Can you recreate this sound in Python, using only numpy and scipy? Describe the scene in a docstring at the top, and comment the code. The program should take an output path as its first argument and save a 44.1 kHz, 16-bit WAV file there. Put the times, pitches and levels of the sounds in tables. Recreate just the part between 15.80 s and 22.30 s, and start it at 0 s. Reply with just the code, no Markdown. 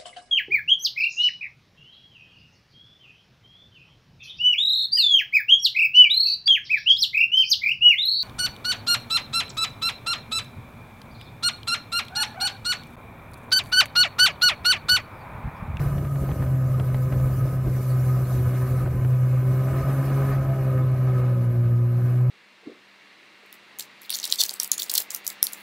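"""Aboard a small jet boat on a river

The microphone rides behind the seats while the boat runs upriver in wind.
The four-cylinder engine is a sine drone with overtones; knocks and gas puffs ring hull panels as a rasp.
The drive whines, as noise and a tone; filtered noise makes the jet's wash, its surges and the spray.
Shaped noise makes wind, thumps and crackles on the microphone; a wavering sine whistles thinly far above."""
import sys
import numpy as np
from scipy import signal
from scipy.fft import rfft, irfft, next_fast_len
from scipy.io import wavfile
from scipy.ndimage import uniform_filter1d, map_coordinates

SR = 44100
rng = np.random.default_rng(int(sys.argv[2]) if len(sys.argv) > 2 else 0)


def store_wav(level_fs):
    """Save 16-bit WAV to argv[1]."""
    pcm = np.round(np.clip(np.atleast_2d(level_fs), -1, 1) * 32767)
    wavfile.write(sys.argv[1], SR, pcm.T.astype(np.int16))


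N = 286650

# All table levels are relative; each source adds its own trim.
# engine speed before slight hunting: (time [s], firing rate [Hz])
ENGINE_SPEED = [(0.0, 140.3), (0.17, 141.3), (0.3, 139.6), (0.62, 131), (1.12, 128.7), (1.75, 130.5),
                (1.92, 127.9), (2.45, 127.3), (2.64, 124.5), (2.9, 127.7), (3.45, 126.5), (3.75, 128.7),
                (4.1, 134.9), (4.36, 136), (4.8, 132), (5.02, 128.6), (5.25, 127.7), (5.5, 124.3),
                (5.62, 120.8), (5.84, 119.4), (6.08, 120.3), (6.5, 125.1)]
# exhaust drone at the firing rate: (time [s], level [dB])
DRONE_LEVEL = [(0.0, -21), (0.2, -24), (0.38, -20.5), (0.6, -24.5), (0.72, -17), (1.1, -18), (1.7, -19.5),
               (2.04, -19), (2.2, -16), (2.5, -18), (2.75, -19.5), (3.1, -18.5), (3.3, -16), (3.72, -16.5),
               (3.88, -19.5), (4.5, -18), (5.12, -17), (5.9, -16), (6.22, -17), (6.45, -15)]
# brief deep dips of the drone: (time [s], depth [dB])
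DRONE_DIPS = [(0.28, 3.5), (0.54, 19), (1.29, 9), (1.877, 2), (2.02, 7), (2.46, 8), (3.04, 0), (3.13, 4.5),
              (3.62, 2), (4.03, 3.5), (4.23, 4), (4.64, 4.5), (4.76, 4.5), (5.56, 3)]
# exhaust overtones above the wake: (time [s], level [dB])
OVERTONE_LEVEL = [(0.0, -47), (0.7, -39.5), (1.1, -44.5), (1.4, -40), (1.6, -45), (2.2, -43.5), (2.86, -42),
                  (3.15, -47.5), (3.63, -41.5), (3.95, -37), (4.3, -37.5), (4.85, -34.5), (5.17, -39.5),
                  (5.39, -36), (5.8, -39.5), (6.49, -42.5)]
# exhaust lines before the hull colours them: (multiple of the crank rate [1], level [dB])
CRANK_ORDERS = [(3, -1.5), (5, -4), (7, -20), (8, -2), (9, -2), (10, -1), (11, -10), (12, -9), (14, -10),
                (15, -11), (16, -12), (17, -14), (18, -10), (19, -12), (20, -14), (21, -26)]
# second harmonic of the firing: (time [s], level [dB])
SECOND_LEVEL = [(0, -48), (0.8, -43), (1.1, -45.5), (1.7, -48), (2.2, -46.5), (2.8, -44), (3.2, -47),
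                (3.4, -52), (3.7, -45), (4.0, -44), (4.16, -33), (4.6, -42), (4.8, -49), (4.95, -39),
                (5.25, -48), (5.6, -37), (6.3, -40.5), (6.45, -52)]
# third harmonic of the firing: (time [s], level [dB])
THIRD_LEVEL = [(0, -51), (1.0, -53), (2.0, -49), (2.25, -40), (2.4, -44), (2.6, -44), (2.85, -39),
               (3.05, -49), (3.45, -54), (3.7, -39.5), (3.92, -43), (4.15, -46), (4.39, -36.5),
               (4.52, -35.5), (4.6, -51), (4.9, -37), (5.1, -45.5), (5.35, -37), (5.55, -43), (5.72, -38),
               (6.15, -39.5), (6.4, -43)]
# engine load, heard as the rasp of the hull: (time [s], level [dB])
ENGINE_LOAD = [(0.0, -38.5), (0.3, -47.5), (0.42, -43), (0.85, -45.5), (1.45, -43.5), (1.8, -44.5),
               (2.3, -43), (2.8, -42), (2.98, -41), (3.14, -45), (3.55, -43), (3.82, -40.5), (3.96, -38.5),
               (4.3, -38.5), (4.52, -37.5), (4.62, -40), (4.9, -40.5), (5.2, -42.5), (5.4, -40),
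               (5.78, -45.5), (6.1, -47), (6.3, -42.5), (6.5, -47.5)]
# hull and engine cover resonances: (centre [Hz], width [Hz], level [dB])
HULL_PANELS = [(182, 21.4, -2), (264, 40, -4), (321, 30, -3), (368, 38, -2), (523, 30, 1), (578, 42, -2.5),
               (660, 38, -4.5), (788, 48, -9.5), (1014.6, 40, -5.5), (1064, 30, -12), (1140, 44, -10),
               (1258, 48, -9), (1502, 63, -10), (1636, 79, -15), (1739, 67, -15), (1878, 63, -18),
               (2175, 100, -15.5), (2556, 110, -22.5), (2750, 90, -27), (2935, 130, -26.5),
               (3910, 130, -35.5)]
# whine of the drive: (time [s], level [dB])
WHINE_LEVEL = [(0, -50), (0.1, -41), (0.2, -51), (0.36, -43.5), (0.45, -50), (0.66, -46), (0.75, -53),
               (0.86, -47), (1.15, -46.5), (1.6, -43), (1.95, -51), (2.15, -46), (2.36, -42.5),
               (2.45, -47.5), (2.7, -49), (2.84, -44.5), (3.0, -42), (3.06, -51), (3.6, -50.5), (3.9, -45),
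               (4.05, -39.5), (4.35, -45), (4.5, -39.5), (4.62, -46), (5.0, -42.5), (5.15, -48.5),
               (5.38, -41.5), (5.7, -52), (6.5, -52.5)]
# wind buffeting the microphone: (time [s], level [dB])
WIND_LEVEL = [(0.0, -28.5), (0.24, -29.5), (0.34, -34.5), (0.45, -30.5), (0.64, -28.5), (0.8, -34),
              (1.02, -30), (1.22, -32), (1.36, -30), (1.78, -31), (1.98, -33), (2.08, -42), (2.22, -35),
              (2.55, -34.5), (2.68, -35), (2.78, -41), (2.92, -31), (3.18, -29.5), (3.42, -44), (3.6, -34),
              (3.78, -39.5), (3.97, -34), (4.25, -35), (4.6, -36), (5.1, -35), (5.5, -41.5), (5.85, -37.5),
              (6.08, -45.5), (6.5, -47)]
# colour of the buffeting: (frequency [Hz], density [dB per Hz])
BUFFET_COLOUR = [(12, -26.5), (25, -15.5), (45, -0.5), (70, 3), (110, 4), (170, -2.5), (230, -14),
                 (400, -17), (800, -33.5), (2000, -41.5), (5000, -73)]
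# hiss of water thrown off the hull: (time [s], level [dB])
SPRAY_LEVEL = [(0.0, -47), (0.14, -50.5), (0.28, -53), (0.4, -48), (0.86, -52), (1.3, -49), (1.42, -48.5),
               (1.55, -48), (1.74, -49), (1.81, -52.5), (1.88, -49.5), (2.1, -46), (2.4, -47.5),
               (2.55, -45), (2.68, -49), (2.8, -45), (3.0, -47), (3.05, -52), (3.58, -51.5), (3.94, -47.5),
               (4.52, -50), (4.58, -54.5), (4.9, -53), (5.08, -58), (5.35, -55), (5.7, -58), (6.12, -59),
               (6.26, -55), (6.5, -60.5)]
# the spray coarsens as the boat turns: (time [s], share of fine spray [0-1])
FINE_SPRAY_SHARE = [(0, 0.97), (3.7, 0.87), (4.5, 0.5), (5.1, 0.3), (6.5, 0)]
# colour of the jet and wake: (frequency [Hz], density [dB per Hz])
WASH_COLOUR = [(100, -17), (200, -3.5), (330, -1.5), (450, -10.5), (640, -3), (790, -9), (890, -17),
               (1050, -10), (1200, -9.5), (1390, -14), (1750, -14), (2000, -20), (2500, -22), (3200, -28),
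               (5000, -31.5), (8000, -35.5), (15000, -40)]
# colour of fine spray: (frequency [Hz], density [dB per Hz])
FINE_COLOUR = [(1500, -35), (3500, -12.5), (5000, -7), (6800, -5.5), (8000, -7), (10500, -5), (12000, -1.6),
               (13200, 1), (14200, -3), (15600, -5)]
# colour of coarse spray: (frequency [Hz], density [dB per Hz])
COARSE_COLOUR = [(1500, -30), (3000, -7), (4100, -3), (5000, -7), (6000, -5), (8000, -10.5), (9300, -5.5),
                 (10500, -3.5), (12000, 0), (13200, 1), (14200, -5), (15600, -10)]
# thin whistle: (time [s], pitch [Hz], level [dB])
WHISTLE_LINE = [(0, 13500, -76), (3.6, 13700, -68), (4.0, 13250, -65), (4.5, 13210, -61), (4.8, 13100, -61),
                (5.5, 13250, -67), (6.5, 13370, -70)]
# strongest gusts on the microphone: (time [s], level [dB], flap re level [dB])
GUST_THUMPS = [(0.06, -29, -22), (0.17, -28, -22), (0.24, -24.5, -18), (0.43, -26, -6), (0.61, -26.5, -10),
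               (0.98, -27, -20), (1.14, -27.5, -25), (1.36, -26, -11), (1.45, -29, -9), (1.59, -27, -16),
               (1.73, -29.5, -6), (1.88, -28, -2.5), (1.99, -30, -4), (2.42, -26.5, -20), (2.6, -29.5, -6),
               (2.67, -26.5, -24), (2.94, -30, -22), (3.04, -29, -23), (3.15, -27.5, -14),
               (3.63, -31.5, -16), (3.93, -29, -11), (4.04, -30.5, -16), (4.51, -35, -12),
               (5.06, -31.5, -16), (5.85, -36, -19), (6.25, -33.5, -21)]
# colour of a flapping eddy: (frequency [Hz], density [dB per Hz])
FLAP_COLOUR = [(90, -19), (170, 1), (260, -4), (380, -7.5), (600, -15), (1500, -39), (4000, -80)]
# crackles on the microphone: (time [s], level [dB], treble re level [dB], body [Hz], rise [s])
GUST_CRACKLES = [(0.179, -27.5, -31, 1290, 0.0045), (0.245, -27.5, -37, 850, 0.0055),
                 (0.269, -33, -28, 1100, 0.0022), (0.354, -22, -38, 600, 0.005),
                 (0.489, -18, -38, 520, 0.0028), (0.503, -26, -33, 800, 0.0055),
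                 (0.513, -26, -23, 860, 0.004), (0.527, -34, -22, 600, 0.002),
                 (0.622, -22, -22, 900, 0.003), (0.633, -29, -29, 700, 0.0058),
                 (0.662, -32, -22, 800, 0.002), (0.997, -19, -19.5, 850, 0.0015),
                 (1.144, -22, -28, 1100, 0.0016), (1.322, -21.5, -26, 840, 0.0034),
                 (1.337, -27, -36, 700, 0.0023), (1.398, -25, -24, 700, 0.0016),
                 (1.872, -28, -35, 696, 0.002), (3.060, -15.5, -45, 400, 0.0015),
                 (3.073, -17, -43, 400, 0.0034), (3.246, -18, -42, 600, 0.003)]
# surges of the jet: (time [s], level [dB], half-width [s])
JET_SURGES = [(1.33, -51, 0.035), (2.83, -49.5, 0.1), (3.95, -50, 0.05), (4.12, -47.5, 0.059),
              (4.28, -45.5, 0.05), (4.42, -44.5, 0.04), (4.52, -42, 0.039)]
# colour of those surges: (frequency [Hz], density [dB per Hz])
CHURN_COLOUR = [(400, -32), (800, -7), (880, -10), (1050, 2), (1400, -6), (1780, 0.5), (2020, -11),
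                (2300, -11), (3000, -22), (6000, -36)]
# left-right likeness of the noise: (frequency [Hz], coherence [0-1])
STEREO_LIKENESS = [(1500, 1), (2500, 1), (3500, 0.73), (5500, 0.23), (7500, 0.35), (9000, 0.87),
                   (15000, 0.78)]

TOP_HZ = 15680  # band limit
CRUISE_HZ = 130  # cruising firing rate
CRUISE_TILT_DB, TILT_DB_PER_HZ = -1.5, 0.38  # dB per octave at cruise; its growth per Hz of firing rate
# scale of the random dips; knots per second; growth in dB per dB of wind
DIP_DB, DIP_RATE, DIP_GROWS = 1.0, 24, 0.8
DIP_FALL_S, DIP_RECOVER_S = 0.014, 0.032  # half-widths before and after a deep dip's lowest point
WASH_LOAD_SHARE = 0.88  # share of the wash's level from engine load; the rest follows the spray
THUMP_S = 0.024  # half-width of a thump


def amp(db):
    """Decibels to gain."""
    return 10 ** (np.asarray(db) / 20)


def unit(x):
    """Scale to rms 1."""
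    return x / np.sqrt(np.mean(x ** 2) + 1e-20)


def along(points, hz):
    """Read (frequency [Hz], value) points on a log frequency axis."""
    f, v = np.transpose(points)
    return np.interp(np.log(hz + 1), np.log(f + 1), v)


def curves(rows):
    """One value per sample for each column after the time."""
    s, *columns = np.transpose(rows)
    return [np.interp(np.arange(N) / SR, s, column) for column in columns]


def wobble(rate):
    """A smooth random curve, rate knots a second."""
    knots = rng.standard_normal(int(N * rate / SR) + 4)
    return map_coordinates(knots, [np.arange(N) * rate / SR])


def filtered(x, response):
    """x times a complex response of frequency."""
    m = next_fast_len(N + SR // 2)
    return irfft(rfft(x, m) * response(np.fft.rfftfreq(m, 1 / SR)), m)[..., :N]


def rush(spectrum):
    """Coloured noise of rms 1: mono up to 2.5 kHz, spread across left and right above."""
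    def mid_side(hz):
        turn = np.arccos(np.clip(along(STEREO_LIKENESS, hz), -1, 1)) / 2
        return amp(along(spectrum, hz)) * np.array([np.cos(turn), np.sin(turn)])

    mid, side = filtered(rng.standard_normal((2, N)), mid_side)
    return unit(np.array([mid + side, mid - side]))


def patchy(x, depth_db):
    """Lay smooth random patches of gain over time and frequency."""
    z = signal.stft(x, nperseg=512)[2]
    field = rng.standard_normal(z.shape[1:])
    field = uniform_filter1d(field, size=7, axis=0)
    field = uniform_filter1d(field, size=6, axis=1)
    patched = signal.istft(z * amp(depth_db * unit(field)), nperseg=512)[1]
    return unit(patched[:, :N])


def hull(hz):
    """Summed panel resonances, with alternating sign."""
    total = 0
    for k, (centre, width, db) in enumerate(HULL_PANELS):
        band = 1j * hz * width / (centre * centre - hz * hz + 1j * hz * width)
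        total = total + (-1) ** k * amp(db) * band
    return total


def crank_turns(hunt):
    """Turns of the crank so far: two firings a turn, the speed hunting slightly."""
    firing_hz, = curves(ENGINE_SPEED)
    return np.cumsum(firing_hz / 2 * (1 + hunt * wobble(14))) / SR


def drone(turns, level_db, flutter_db):
    """The deep firing tone, a sine: its short random dips deepen with the wind, and deep dips break it."""
    drone_db, = curves(DRONE_LEVEL)
    wind_db, = curves(WIND_LEVEL)
    t = np.arange(N) / SR
    wind_growth = amp(DIP_GROWS * (wind_db - wind_db.mean()))
    dips_db = DIP_DB * wind_growth * np.clip(wobble(DIP_RATE), 0, 2) ** 2
    for s, depth_db in DRONE_DIPS:
        # quick fall, slower recovery
        half_s = np.where(t < s, DIP_FALL_S, DIP_RECOVER_S)
        dips_db = dips_db + depth_db * np.exp(-((t - s) / half_s) ** 2)
    gain = amp(drone_db + level_db - dips_db + flutter_db * wobble(28))
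    return np.sqrt(2) * gain * np.sin(4 * np.pi * turns)


def overtones(turns, level_db, waver_db, smear):
    """The exhaust's overtones, brighter at higher speed; uneven cylinders add the odd crank orders."""
    overtones_db, = curves(OVERTONE_LEVEL)
    firing_hz, = curves(ENGINE_SPEED)
    tilt_db = CRUISE_TILT_DB + TILT_DB_PER_HZ * (firing_hz - CRUISE_HZ)
    grid = np.arange(SR // 20)  # 1 Hz steps
    panels = np.abs(hull(grid))
    lines = np.zeros(N)
    for k, db in CRANK_ORDERS:
        # an overtone swells as it glides across a resonance
        hz = k * firing_hz / 2
        gain = amp(db + tilt_db * np.log2(hz / 380)) * np.interp(hz, grid, panels)
        # the outlet dips in and out of the wake, so level and phase waver
        phase = 2 * np.pi * (round(k) * turns + rng.random()) + smear * k * wobble(25)
        lines += gain * amp(waver_db * wobble(12)) * np.sin(phase)
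    return np.sqrt(2) * amp(overtones_db + level_db) * lines


def low_harmonics(turns, level_db, waver_db, smear):
    """The firing's second and third harmonics swell separately: cleaner in calm air, wavering in wind."""
    wind_db, = curves(WIND_LEVEL)
    unrest = 1 + np.tanh((wind_db - wind_db.mean()) / 5)
    lines = np.zeros(N)
    for k, table in enumerate([SECOND_LEVEL, THIRD_LEVEL], 2):
        db, = curves(table)
        phase = 2 * np.pi * (2 * k * turns + rng.random()) + smear * unrest * wobble(25)
        lines += amp(db + waver_db * unrest * np.tanh(wobble(18))) * np.sin(phase)
    return np.sqrt(2) * amp(level_db) * lines


def rasp(turns, uneven, scatter_db, gas_share, level_db):
    """Every firing knocks the hull and lets out a puff of turbulent gas; the panels ring with both."""
    firings = np.flatnonzero(np.diff(np.floor(2 * turns)))
    strong_weak = 1 + uneven * (-1) ** np.arange(len(firings))
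    knocks = np.zeros(N)
    knocks[firings] = strong_weak * amp(scatter_db * rng.standard_normal(len(firings)))
    # gas pulses once a firing and once a crank turn
    pulse = np.exp(0.28 * np.cos(4 * np.pi * turns) + 0.24 * np.cos(2 * np.pi * turns))
    puffs = rng.standard_normal(N) * pulse
    share = np.clip(gas_share, 0, 1)
    drive = np.sqrt(1 - share) * unit(knocks) + np.sqrt(share) * unit(puffs)
    load_db, = curves(ENGINE_LOAD)
    return amp(load_db + level_db + 1.1 * wobble(26)) * unit(filtered(drive, hull))


def whine(turns, centre_hz, width_hz, wander_hz, tone_share, level_db):
    """A sharp drive resonance sings: a wandering, fading tone in narrow noise throbbing with the crank."""
    whine_db, = curves(WHINE_LEVEL)
    shaking = rng.standard_normal(N) * (1 + 0.5 * np.cos(2 * np.pi * turns))
    band = unit(filtered(shaking, lambda hz: 1 / (1 + ((hz - centre_hz) / width_hz) ** 4)))
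    phase = 2 * np.pi * np.cumsum(centre_hz + wander_hz * wobble(40)) / SR
    tone = unit(np.sin(phase) * amp(5.9 * np.tanh(wobble(20))))
    share = np.clip(tone_share, 0, 1)
    return amp(whine_db + level_db) * (np.sqrt(share) * tone + np.sqrt(1 - share) * band)


def wind(level_db, gust_db, lump_db):
    """Eddies pass over the microphone in gusts and smaller lumps, with lulls between them."""
    buffet_db, = curves(WIND_LEVEL)
    eddies_db = gust_db * np.tanh(wobble(15)) + lump_db * wobble(28)
    return amp(buffet_db + level_db) * unit(amp(eddies_db) * rush(BUFFET_COLOUR))


def water(wash_db, spray_db):
    """Wash churns harder with load and thrown water; fine or coarse spray fizzes in patches off the chines."""
    load_db, = curves(ENGINE_LOAD)
    hiss_db, = curves(SPRAY_LEVEL)
    fine = np.clip(curves(FINE_SPRAY_SHARE)[0], 0, 1)
    flow_db = WASH_LOAD_SHARE * load_db + (1 - WASH_LOAD_SHARE) * hiss_db
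    churn_db = 1.0 * wobble(24)
    flicker_db = 0.7 * wobble(35) + 0.4 * wobble(14)
    wash = amp(flow_db + wash_db + churn_db) * patchy(rush(WASH_COLOUR), depth_db=2.5)
    drops = np.sqrt(fine) * rush(FINE_COLOUR) + np.sqrt(1 - fine) * rush(COARSE_COLOUR)
    spray = amp(hiss_db + spray_db + flicker_db) * patchy(drops, depth_db=2.5)
    return wash + spray


def whistle(width_hz):
    """A narrow whistle high above the engine, made fuzzy by random level and pitch."""
    pitch_hz, db = curves(WHISTLE_LINE)
    phase = 2 * np.pi * np.cumsum(pitch_hz + width_hz * wobble(60)) / SR
    return np.sqrt(2) * amp(db) * wobble(2 * width_hz) * np.sin(phase)


def thumps(level_db):
    """Single big eddies swell and pass over the microphone within hundredths of a second, flapping higher up."""
    t = np.arange(N) / SR
    swell, flap = np.zeros((2, N))
    for s, db, flap_db in GUST_THUMPS:
        eddy = amp(db + level_db) * np.exp(-((t - s) / THUMP_S) ** 2)
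        swell += eddy
        flap += amp(flap_db) * eddy
    return swell * rush(BUFFET_COLOUR) + flap * rush(FLAP_COLOUR)


def crackles(level_db, t60, snap_db, snap_t60, snap_hz):
    """The hardest eddies swell and break in a short pop, dull or bright, with a sharper snap on top."""
    t = np.arange(SR // 10) / SR
    hz = np.fft.rfftfreq(len(t), 1 / SR)
    snap_ratio = hz / snap_hz
    snap_colour = 1j * snap_ratio / (1 + 1.2j * snap_ratio - snap_ratio ** 2) ** 3
    out = np.zeros(N)
    for s, db, treble_db, body_hz, rise_s in GUST_CRACKLES:
        def burst(life):
            """Spectrum of noise that rises, then falls 60 dB in life seconds."""
            envelope = np.minimum(t / rise_s, 1) * amp(-60 * np.maximum(t - rise_s, 0) / life)
            return rfft(envelope * rng.standard_normal(len(t)))

        body_ratio = hz / body_hz
        pop_colour = 1j * body_ratio / (1 + 1j * body_ratio) ** 3 / (1 + 1j * hz / 3500) ** 2
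        pop = amp(level_db) * burst(t60) * pop_colour
        snap = amp(snap_db + treble_db) * burst(snap_t60) * snap_colour
        out[round(s * SR):][:len(t)] += amp(db) * irfft(pop + snap, len(t))
    return out


def surges(level_db):
    """Now and then the jet churns up for a moment: a brief swell of coloured, flickering noise."""
    t = np.arange(N) / SR
    swell = sum(amp(db) * np.exp(-((t - s) / half_s) ** 2) for s, db, half_s in JET_SURGES)
    return amp(level_db + 2.5 * wobble(70)) * swell * rush(CHURN_COLOUR)


def scene():
    """Engine, whistle and crackles in the middle; wind and water spread in the treble."""
    turns = crank_turns(hunt=0.0012)
    engine = drone(turns, level_db=-3.0, flutter_db=0.69)
    engine = engine + overtones(turns, level_db=-2.2, waver_db=2.3, smear=0.08)
    engine = engine + low_harmonics(turns, level_db=-2.7, waver_db=3.0, smear=0.5)
    engine = engine + rasp(turns, uneven=0.19, scatter_db=1.0, gas_share=0.83, level_db=0.5)
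    engine = engine + whine(turns, centre_hz=1252, width_hz=52, wander_hz=15, tone_share=0.35, level_db=-2.8)
    air = wind(level_db=1.0, gust_db=2.0, lump_db=-0.5) + thumps(level_db=-0.5)
    air = air + crackles(level_db=12.5, t60=0.032, snap_db=15.5, snap_t60=0.0086, snap_hz=2860)
    river = water(wash_db=-0.5, spray_db=-1.5) + surges(level_db=0.0)
    return engine + air + river + whistle(width_hz=110)


def record(dry):
    """The camera's microphone keeps nothing above its band limit."""
    return filtered(dry, lambda hz: hz < TOP_HZ)


dry = scene()
out = record(dry)
store_wav(out)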